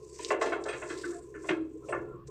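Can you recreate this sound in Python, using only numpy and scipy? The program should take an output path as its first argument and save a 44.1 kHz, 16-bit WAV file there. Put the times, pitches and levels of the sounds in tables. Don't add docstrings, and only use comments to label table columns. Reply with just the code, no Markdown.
import sys
import numpy as np
from scipy import signal
from scipy.fft import rfft, irfft
from scipy.io import wavfile

SR = 44100
rng = np.random.default_rng(int(sys.argv[2]) if len(sys.argv) > 2 else 0)


def int16_out(signal):
    q = np.round(np.clip(np.atleast_2d(signal).T, -1, 1) * 32767)
    wavfile.write(sys.argv[1], SR, q.astype(np.int16))


N = 101429
TIME = np.arange(N) / SR
BAND_EDGES_HZ = 22 * 2 ** (np.arange(30) / 3)

# (frequency [Hz], band level [dB])
AIR_SPECTRUM = [(100,-80.5),(1200,-112),(2200,-81.5),(4000,-89),(7800,-94.5),(10500,-82.5),(15000,-64)]
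# (multiple of the firing rate [1], level [dB])
EXHAUST_ORDERS = [(1,-60),(2,-56.5),(3,-70),(3.5,-71.5)]
# (time [s], gain [dB])
ENGINE_LOAD = [(0,-4),(.5,-12.5),(.75,-3.5),(1.1,-7.5),(1.8,-3),(2.0,5.5),(2.15,4)]
# (frequency [Hz], band level [dB])
RUMBLE_SPECTRUM = [(25,-76),(45,-71),(90,-67),(150,-59.5),(210,-87.5),(300,-75.5),(600,-90),(1500,-82.5)]
# (time [s], level [dB])
DRONE_ENVELOPE = [(0,-44),(.15,-45.5),(.3,-33.5),(.7,-39.5),(.98,-36),(1.12,-45),(1.2,-44),(1.3,-46.5),(1.45,-41.5),(1.75,-54.5),(1.9,-32),(2.05,-40),(2.17,-42.5),(2.255,-80.5),(2.29,-37.5)]
# (frequency [Hz], bandwidth [Hz], relative level [dB])
HYDRAULIC_RESONANCES = [(358.6,51,-8.5),(418.7,44.5,-7.5),(448,110,-14.5),(1034,87,-20.5)]
# (time [s], level [dB])
BRUSH_ENVELOPE = [(0,-59.5),(.07,-61.5),(.19,-52),(.26,-46.5),(.305,-45.5),(.38,-73),(.43,-48),(.53,-58.5),(.6,-67.5),(.65,-57.5),(.87,-56),(.91,-49.5),(.95,-51.5),(1.0,-48.5),(1.16,-55),(1.27,-65.5),(1.37,-67),(1.42,-60),(1.5,-52),(1.62,-77.5),(1.8,-68),(1.9,-56),(2.07,-73.5),(2.25,-98),(2.275,-53),(2.3,-68)]
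# (frequency [Hz], relative band level [dB])
BRUSH_SPECTRUM = [(1000,-18),(2000,0.5),(3200,-1),(5000,9.5),(7800,15),(10000,8),(15000,9.5)]
# (time [s], level [dB], boom centre [Hz], then five relative levels:
# boom [dB], body [dB], clang [dB], crack [dB], sizzle [dB])
BUCKET_CLANKS = [(0.187, -33, 343, -5, -14.5, -21, -9.5, -14),
                 (0.303, -13, 425, -13.5, -0.5, -10.5, -15, -31.5),
                 (0.411, -13.5, 382, -16, -4.5, -8.5, -22, -20.5),
                 (0.456, -20, 320, -10, -10, -25, -18, -23.5),
                 (0.519, -12.5, 455, -28, -7.5, -14.5, -21.5, -39),
                 (0.655, -23, 450, -11, -2.5, -8, -28, -22), (0.683, -25, 421, -15, -13, -9.5, -9.5, -16),
                 (0.726, -31.5, 440, -16, -6.5, -3.5, -7.5, -18.5),
                 (0.819, -28.5, 383, -10.5, -5, -3.5, -11.5, -39),
                 (0.897, -28.5, 392, -2, -15.5, -4, -15, -16),
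                 (1.034, -24.5, 346, -7.5, -29.5, -5, -26.5, -44),
                 (1.119, -40.5, 340, -1.5, -40.5, 4.5, -26, -40),
                 (1.343, -37, 418, 4.5, -26, -1, -13.5, -62),
                 (1.44, -41, 434, -12.5, 6.5, -2, -13.5, -21.5),
                 (1.486, -14, 311, -8, -12.5, -10.5, -16, -27),
                 (1.884, -24, 450, -14.5, -1.5, -26, -18.5, -36.5),
                 (1.923, -14, 477, -12, -11.5, -7, -26, -69)]
CLANK_RANGES_HZ = [380, 680, 1450, 2500, 4300]
# (frequency [Hz], relative level [dB], T60 [s])
BUCKET_MODES = [(278.3,-2.5,1),(320,0.5,0.91),(343.3,3.5,0.97),(388.6,-3,0.93),(418,-1.5,0.98),(454.5,4,0.5),(552,-4,0.42),(619.6,-0.5,0.3),(676.7,-3.5,0.26),(1048,-3.5,0.19),(1450,-8.5,0.099),(1514,-1,0.11),(1756,0.5,0.28),(2550,-9,0.15)]
# (frequency [Hz], relative band level [dB])
CLATTER_SPECTRUM = [(150,-27),(230,-25),(320,-12),(430,-8),(600,-14.5),(850,-18),(1150,-10),(1600,-7.5),(2100,-6),(2700,-5),(3500,-7.5),(5000,-13.5),(8000,-8.5),(14000,-22.5)]
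# (frequency [Hz], T60 [s])
TREE_ECHO_T60 = [(250,1),(660,0.47),(1700,0.27),(4500,0.34),(9000,0.043)]
# (time [s], frequency [Hz], level [dB])
AIR_POCKETS = [(0.192,980,-32),(0.325,726,-40),(0.42,610,-35),(0.533,1444,-23.5),(1.039,1518,-25.5),(1.442,1038,-35.5)]
# (time [s], peak level [dB], centre frequency [Hz], decay time [s])
WOOD_SNAPS = [(.2478,-17.5,4190,0.00012),(.3055,-20.5,1790,0.0021),(0.639,-36,5270,0.005),(1.4915,-20.5,1980,0.009),(1.506,-23.5,1466,0.009),(1.514,-29,2640,0.0018),(1.523,-39,2460,.001)]
# (time [s], initial pitch [Hz], settled pitch [Hz], level [dB], T60 [s])
HOLLOW_BOOMS = [(.313,470.6,366,-22,0.23), (.455,367.6,295.7,-28.5,0.288), (1.048,354.6,341.2,-28,0.46),
                (1.498,375.5,309.2,-26,0.67), (1.93,464.3,322.8,-31,0.382)]
# (time [s], duration [s], frequency [Hz], level [dB], bandwidth over frequency [1])
PIN_SQUEAKS = [(1.114,0.092,690,-50,0.039),(1.749,.027,450,-47,0.072),(1.829,0.026,1323,-54,0.027),(1.884,0.058,8080,-54.5,.03),(2.07,.1,1364,-58,.05),(0.666,0.072,8390,-51,0.023),(2.12,.13,1098,-56.5,0.13)]
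# (time [s], level [dB])
LANDINGS = [(1.503, -32.5)]
# (frequency [Hz], gain [dB])
MICROPHONE_RESPONSE = [(0,-1.5),(2750,-1),(3150,-3),(3700,-1.5),(8200,-0.5),(9000,-11.5),(9800,-11.5),(12000,-22),(15000,-22)]


def from_db(db):
    return 10 ** (np.asarray(db) / 20)


def rms_one(x):
    return x / np.sqrt(np.mean(x ** 2) + 1e-20)


def in_time(rows):
    return np.interp(TIME, *np.transpose(rows))


def at_hz(points, hz):
    frequencies, values = np.transpose(points)
    return np.interp(np.log(hz), np.log(frequencies), values)


def drift(rate_hz):
    step, settling = 40, 2000
    r = np.exp(-2 * np.pi * step * rate_hz / SR)
    white = rng.standard_normal(N // step + settling + 2)
    slow = signal.lfilter([1], [1, -2 * r, r * r], white)[settling:]
    return np.interp(np.arange(N) / step, np.arange(len(slow)), rms_one(slow))


def band(x, low_hz, high_hz):
    sections = signal.butter(3, [low_hz, min(high_hz, .45 * SR)], "band", fs=SR, output="sos")
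    return signal.sosfilt(sections, x + 1e-18)


def noise_bands():
    white = rng.standard_normal((2, N + SR // 4))
    return [(np.sqrt(low * high), rms_one(band(white[k % 2], low, high)[-N:]))
            for k, (low, high) in enumerate(zip(BAND_EDGES_HZ, BAND_EDGES_HZ[1:]))]


def resonant_noise(hz, width_hz):
    r = np.exp(-np.pi * width_hz / SR)
    section = [1, 0, -1, 1, -2 * r * np.cos(2 * np.pi * hz / SR), r * r]
    return rms_one(signal.sosfilt([section, section], rng.standard_normal(N + SR // 4))[-N:])


def add(out, start_s, sound):
    i = int(max(start_s, 0) * SR)
    out[i:i + len(sound)] += sound[:max(N - i, 0)]


def outdoor_air():
    return sum(from_db(at_hz(AIR_SPECTRUM, hz)) * noise for hz, noise in noise_bands())


def firing_phase(firing_hz=65.33, wander=0.004):
    return 2 * np.pi * np.cumsum(firing_hz * (1 + wander * drift(7.4))) / SR


def diesel(phase):
    load = from_db(in_time(ENGINE_LOAD))
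    hum = np.zeros(N)
    for order, db in EXHAUST_ORDERS:
        tone = np.sqrt(2) * np.sin(order * phase + rng.uniform(0, 2 * np.pi))
        hum += from_db(db) * (load if order > 1 else 1) * tone
    rumble = sum(from_db(at_hz(RUMBLE_SPECTRUM, hz)) * noise for hz, noise in noise_bands() if hz < 1600)
    return hum + load * rumble


def hydraulics(phase, throb_depth=0.15):
    drone = sum(from_db(db) * resonant_noise(hz, width) for hz, width, db in HYDRAULIC_RESONANCES)
    return drone * from_db(in_time(DRONE_ENVELOPE)) * (1 + throb_depth * np.sin(phase))


def wet_brush(ticks_per_s=900, tick_db=-5, full_contact_db=-53.5, thin_below_hz=5620):
    ticks = (rng.random(N) < ticks_per_s / SR) * rng.choice([-1, 1], N)
    ticks = ticks * from_db(2.5 * np.minimum(rng.exponential(1, N), 5))
    out, level_db = np.zeros(N), in_time(BRUSH_ENVELOPE)
    for (hz, hiss), low, high in zip(noise_bands(), BAND_EDGES_HZ, BAND_EDGES_HZ[1:]):
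        if hz > 900:
            thinning_db = (level_db - full_contact_db) / (1 + (hz / thin_below_hz) ** 10)
            patchy_db = 2.5 * drift(4.7)
            spatter = from_db(tick_db) * rms_one(band(ticks, low, high))
            out += from_db(at_hz(BRUSH_SPECTRUM, hz) + thinning_db + patchy_db) * (hiss + spatter)
    flutter_db = 2.5 * drift(54)
    return rms_one(out) * from_db(level_db + flutter_db)


def clank_db(clank, hz):
    _, db, boom_hz, *colour = clank
    boom_width_oct = 0.31
    off_centre_db = min(3 * (np.log2(hz / boom_hz) / boom_width_oct) ** 2, 9) if hz < 500 else 0
    return db + at_hz(list(zip(CLANK_RANGES_HZ, colour)), hz) - off_centre_db


def rise_time_s(clank, hard_rise_s=0.003536, hard_hit_db=-14.5, doubling_db=10):
    return hard_rise_s * 2 ** ((hard_hit_db - clank[1]) / doubling_db)


def plate_lag_s(hz):
    return 0.00848 / (1 + (hz / 450) ** 2)


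def bucket_ring(ring_db=-12.5, scatter_db=8):
    out = np.zeros(N)
    for hz, mode_db, t60 in BUCKET_MODES:
        strikes = np.zeros(N)
        for clank in BUCKET_CLANKS:
            lateness, strength = rng.uniform(-1, 1, 2)
            start_s = clank[0] + plate_lag_s(hz) + lateness * rise_time_s(clank) / 2
            strike_db = ring_db + mode_db + clank_db(clank, hz) + scatter_db * strength
            add(strikes, start_s, from_db([strike_db]))
        r, w = from_db(-60 / (t60 * SR)), 2 * np.pi * hz / SR
        ring = signal.lfilter([.5, 0, -.5], [1, -2 * r * np.cos(w), r * r], strikes + 1e-18)
        out += band(ring, hz / np.sqrt(2), hz * np.sqrt(2))
    return out


def contact_resonances(x, count=22, low_hz=700, high_hz=7000, q=18, depth_db=7):
    for slot, offset in enumerate(rng.random(count)):
        hz = low_hz * (high_hz / low_hz) ** ((slot + offset) / count)
        w, a = 2 * np.pi * hz / SR, from_db(depth_db * (-1) ** slot / 2)
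        k, middle = np.sin(w) / (2 * q), -2 * np.cos(w)
        x = signal.lfilter([1 + k * a, middle, 1 - k * a], [1 + k / a, middle, 1 - k / a], x)
    return x


def bucket_clatter(contact_s=0.006, decay_s=0.021, clatter_db=-5.5, echo_db=-2, grain_db=2):
    out, t = np.zeros(N), TIME[:SR // 2]
    grain = rms_one(from_db(grain_db * drift(210)))
    bands = [(hz, noise) for hz, noise in noise_bands() if hz > 120]
    echo_rise = np.minimum(t / contact_s, 1)
    echoes = [echo_rise * from_db(echo_db - 60 * t / at_hz(TREE_ECHO_T60, hz)) for hz, _ in bands]
    release = np.exp(-np.maximum(t - contact_s, 0) / decay_s)
    for clank in BUCKET_CLANKS:
        span = (int(clank[0] * SR) + np.arange(len(t))) % N
        contact = np.minimum(t / rise_time_s(clank), 1) * release * grain[span]
        clatter = np.zeros(len(t))
        for (hz, noise), echo in zip(bands, echoes):
            lag = int(plate_lag_s(hz) * SR)
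            gain = from_db(clatter_db + at_hz(CLATTER_SPECTRUM, hz) + clank_db(clank, hz))
            clatter[lag:] += (gain * noise[span] * np.hypot(contact, echo))[:len(t) - lag]
        add(out, clank[0], contact_resonances(clatter))
    return out


def water_plops(rise_s=0.0046, t60=0.069):
    out, t = np.zeros(N), TIME[:SR // 4]
    for start_s, hz, db in AIR_POCKETS:
        envelope = from_db(db - 60 * t / t60) * np.minimum(t / rise_s, 1)
        add(out, start_s, envelope * np.sin(2 * np.pi * hz * t))
    return out


def twig_snaps(edge_ratio=1.49, tail_db=-21.5, tail_s=0.008):
    out, t = np.zeros(N), TIME[:SR // 10]
    for start_s, db, hz, decay_s in WOOD_SNAPS:
        envelope = np.exp(-t / decay_s) + from_db(tail_db) * np.exp(-t / tail_s)
        snap = band(rng.standard_normal(len(t)) * envelope, hz / edge_ratio, hz * edge_ratio)
        add(out, start_s, from_db(db) * snap / np.abs(snap).max())
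    return out


def bucket_booms(sag_share=0.1028, rise_s=0.0087, waver_db=3, waver_hz=35):
    out, t = np.zeros(N), TIME[:SR]
    for start_s, start_hz, settled_hz, db, t60 in HOLLOW_BOOMS:
        hz = settled_hz + (start_hz - settled_hz) * np.exp(-t / (sag_share * t60))
        level_db = db - 60 * t / t60 + waver_db * drift(waver_hz)[:SR]
        envelope = from_db(level_db) * np.minimum(t / rise_s, 1)
        add(out, start_s, envelope * np.sin(2 * np.pi * np.cumsum(hz) / SR))
    return out


def pin_squeaks():
    out = np.zeros(N)
    for start_s, length_s, hz, db, relative_width in PIN_SQUEAKS:
        progress = np.clip((TIME - start_s) / length_s, 0, 1)
        swell = np.sqrt(np.abs(np.sin(np.pi * progress)))
        out += from_db(db) * swell * resonant_noise(hz, relative_width * hz)
    return out


def landing_thud(hz=171, t60=0.068):
    out, t = np.zeros(N), TIME[:SR // 2]
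    for start_s, db in LANDINGS:
        add(out, start_s, from_db(db - 60 * t / t60) * np.sin(2 * np.pi * hz * t))
    return band(out, hz / np.sqrt(2), 2 * hz)


def scene():
    air = outdoor_air()
    steel = bucket_ring() + bucket_clatter() + bucket_booms() + pin_squeaks() + landing_thud()
    ground = water_plops() + twig_snaps() + wet_brush()
    phase = firing_phase()
    return (air + diesel(phase) + hydraulics(phase) + ground + steel)[None]


def record(dry, stopband_hz=16000):
    hz = np.arange(N + 1) * SR / (2 * N)
    response = from_db(np.interp(hz, *np.transpose(MICROPHONE_RESPONSE)))
    dull = irfft(rfft(dry, 2 * N) * response)[:, :N]
    return signal.sosfilt(signal.cheby2(14, 60, stopband_hz, fs=SR, output="sos"), dull)


dry = scene()
out = record(dry)
int16_out(out)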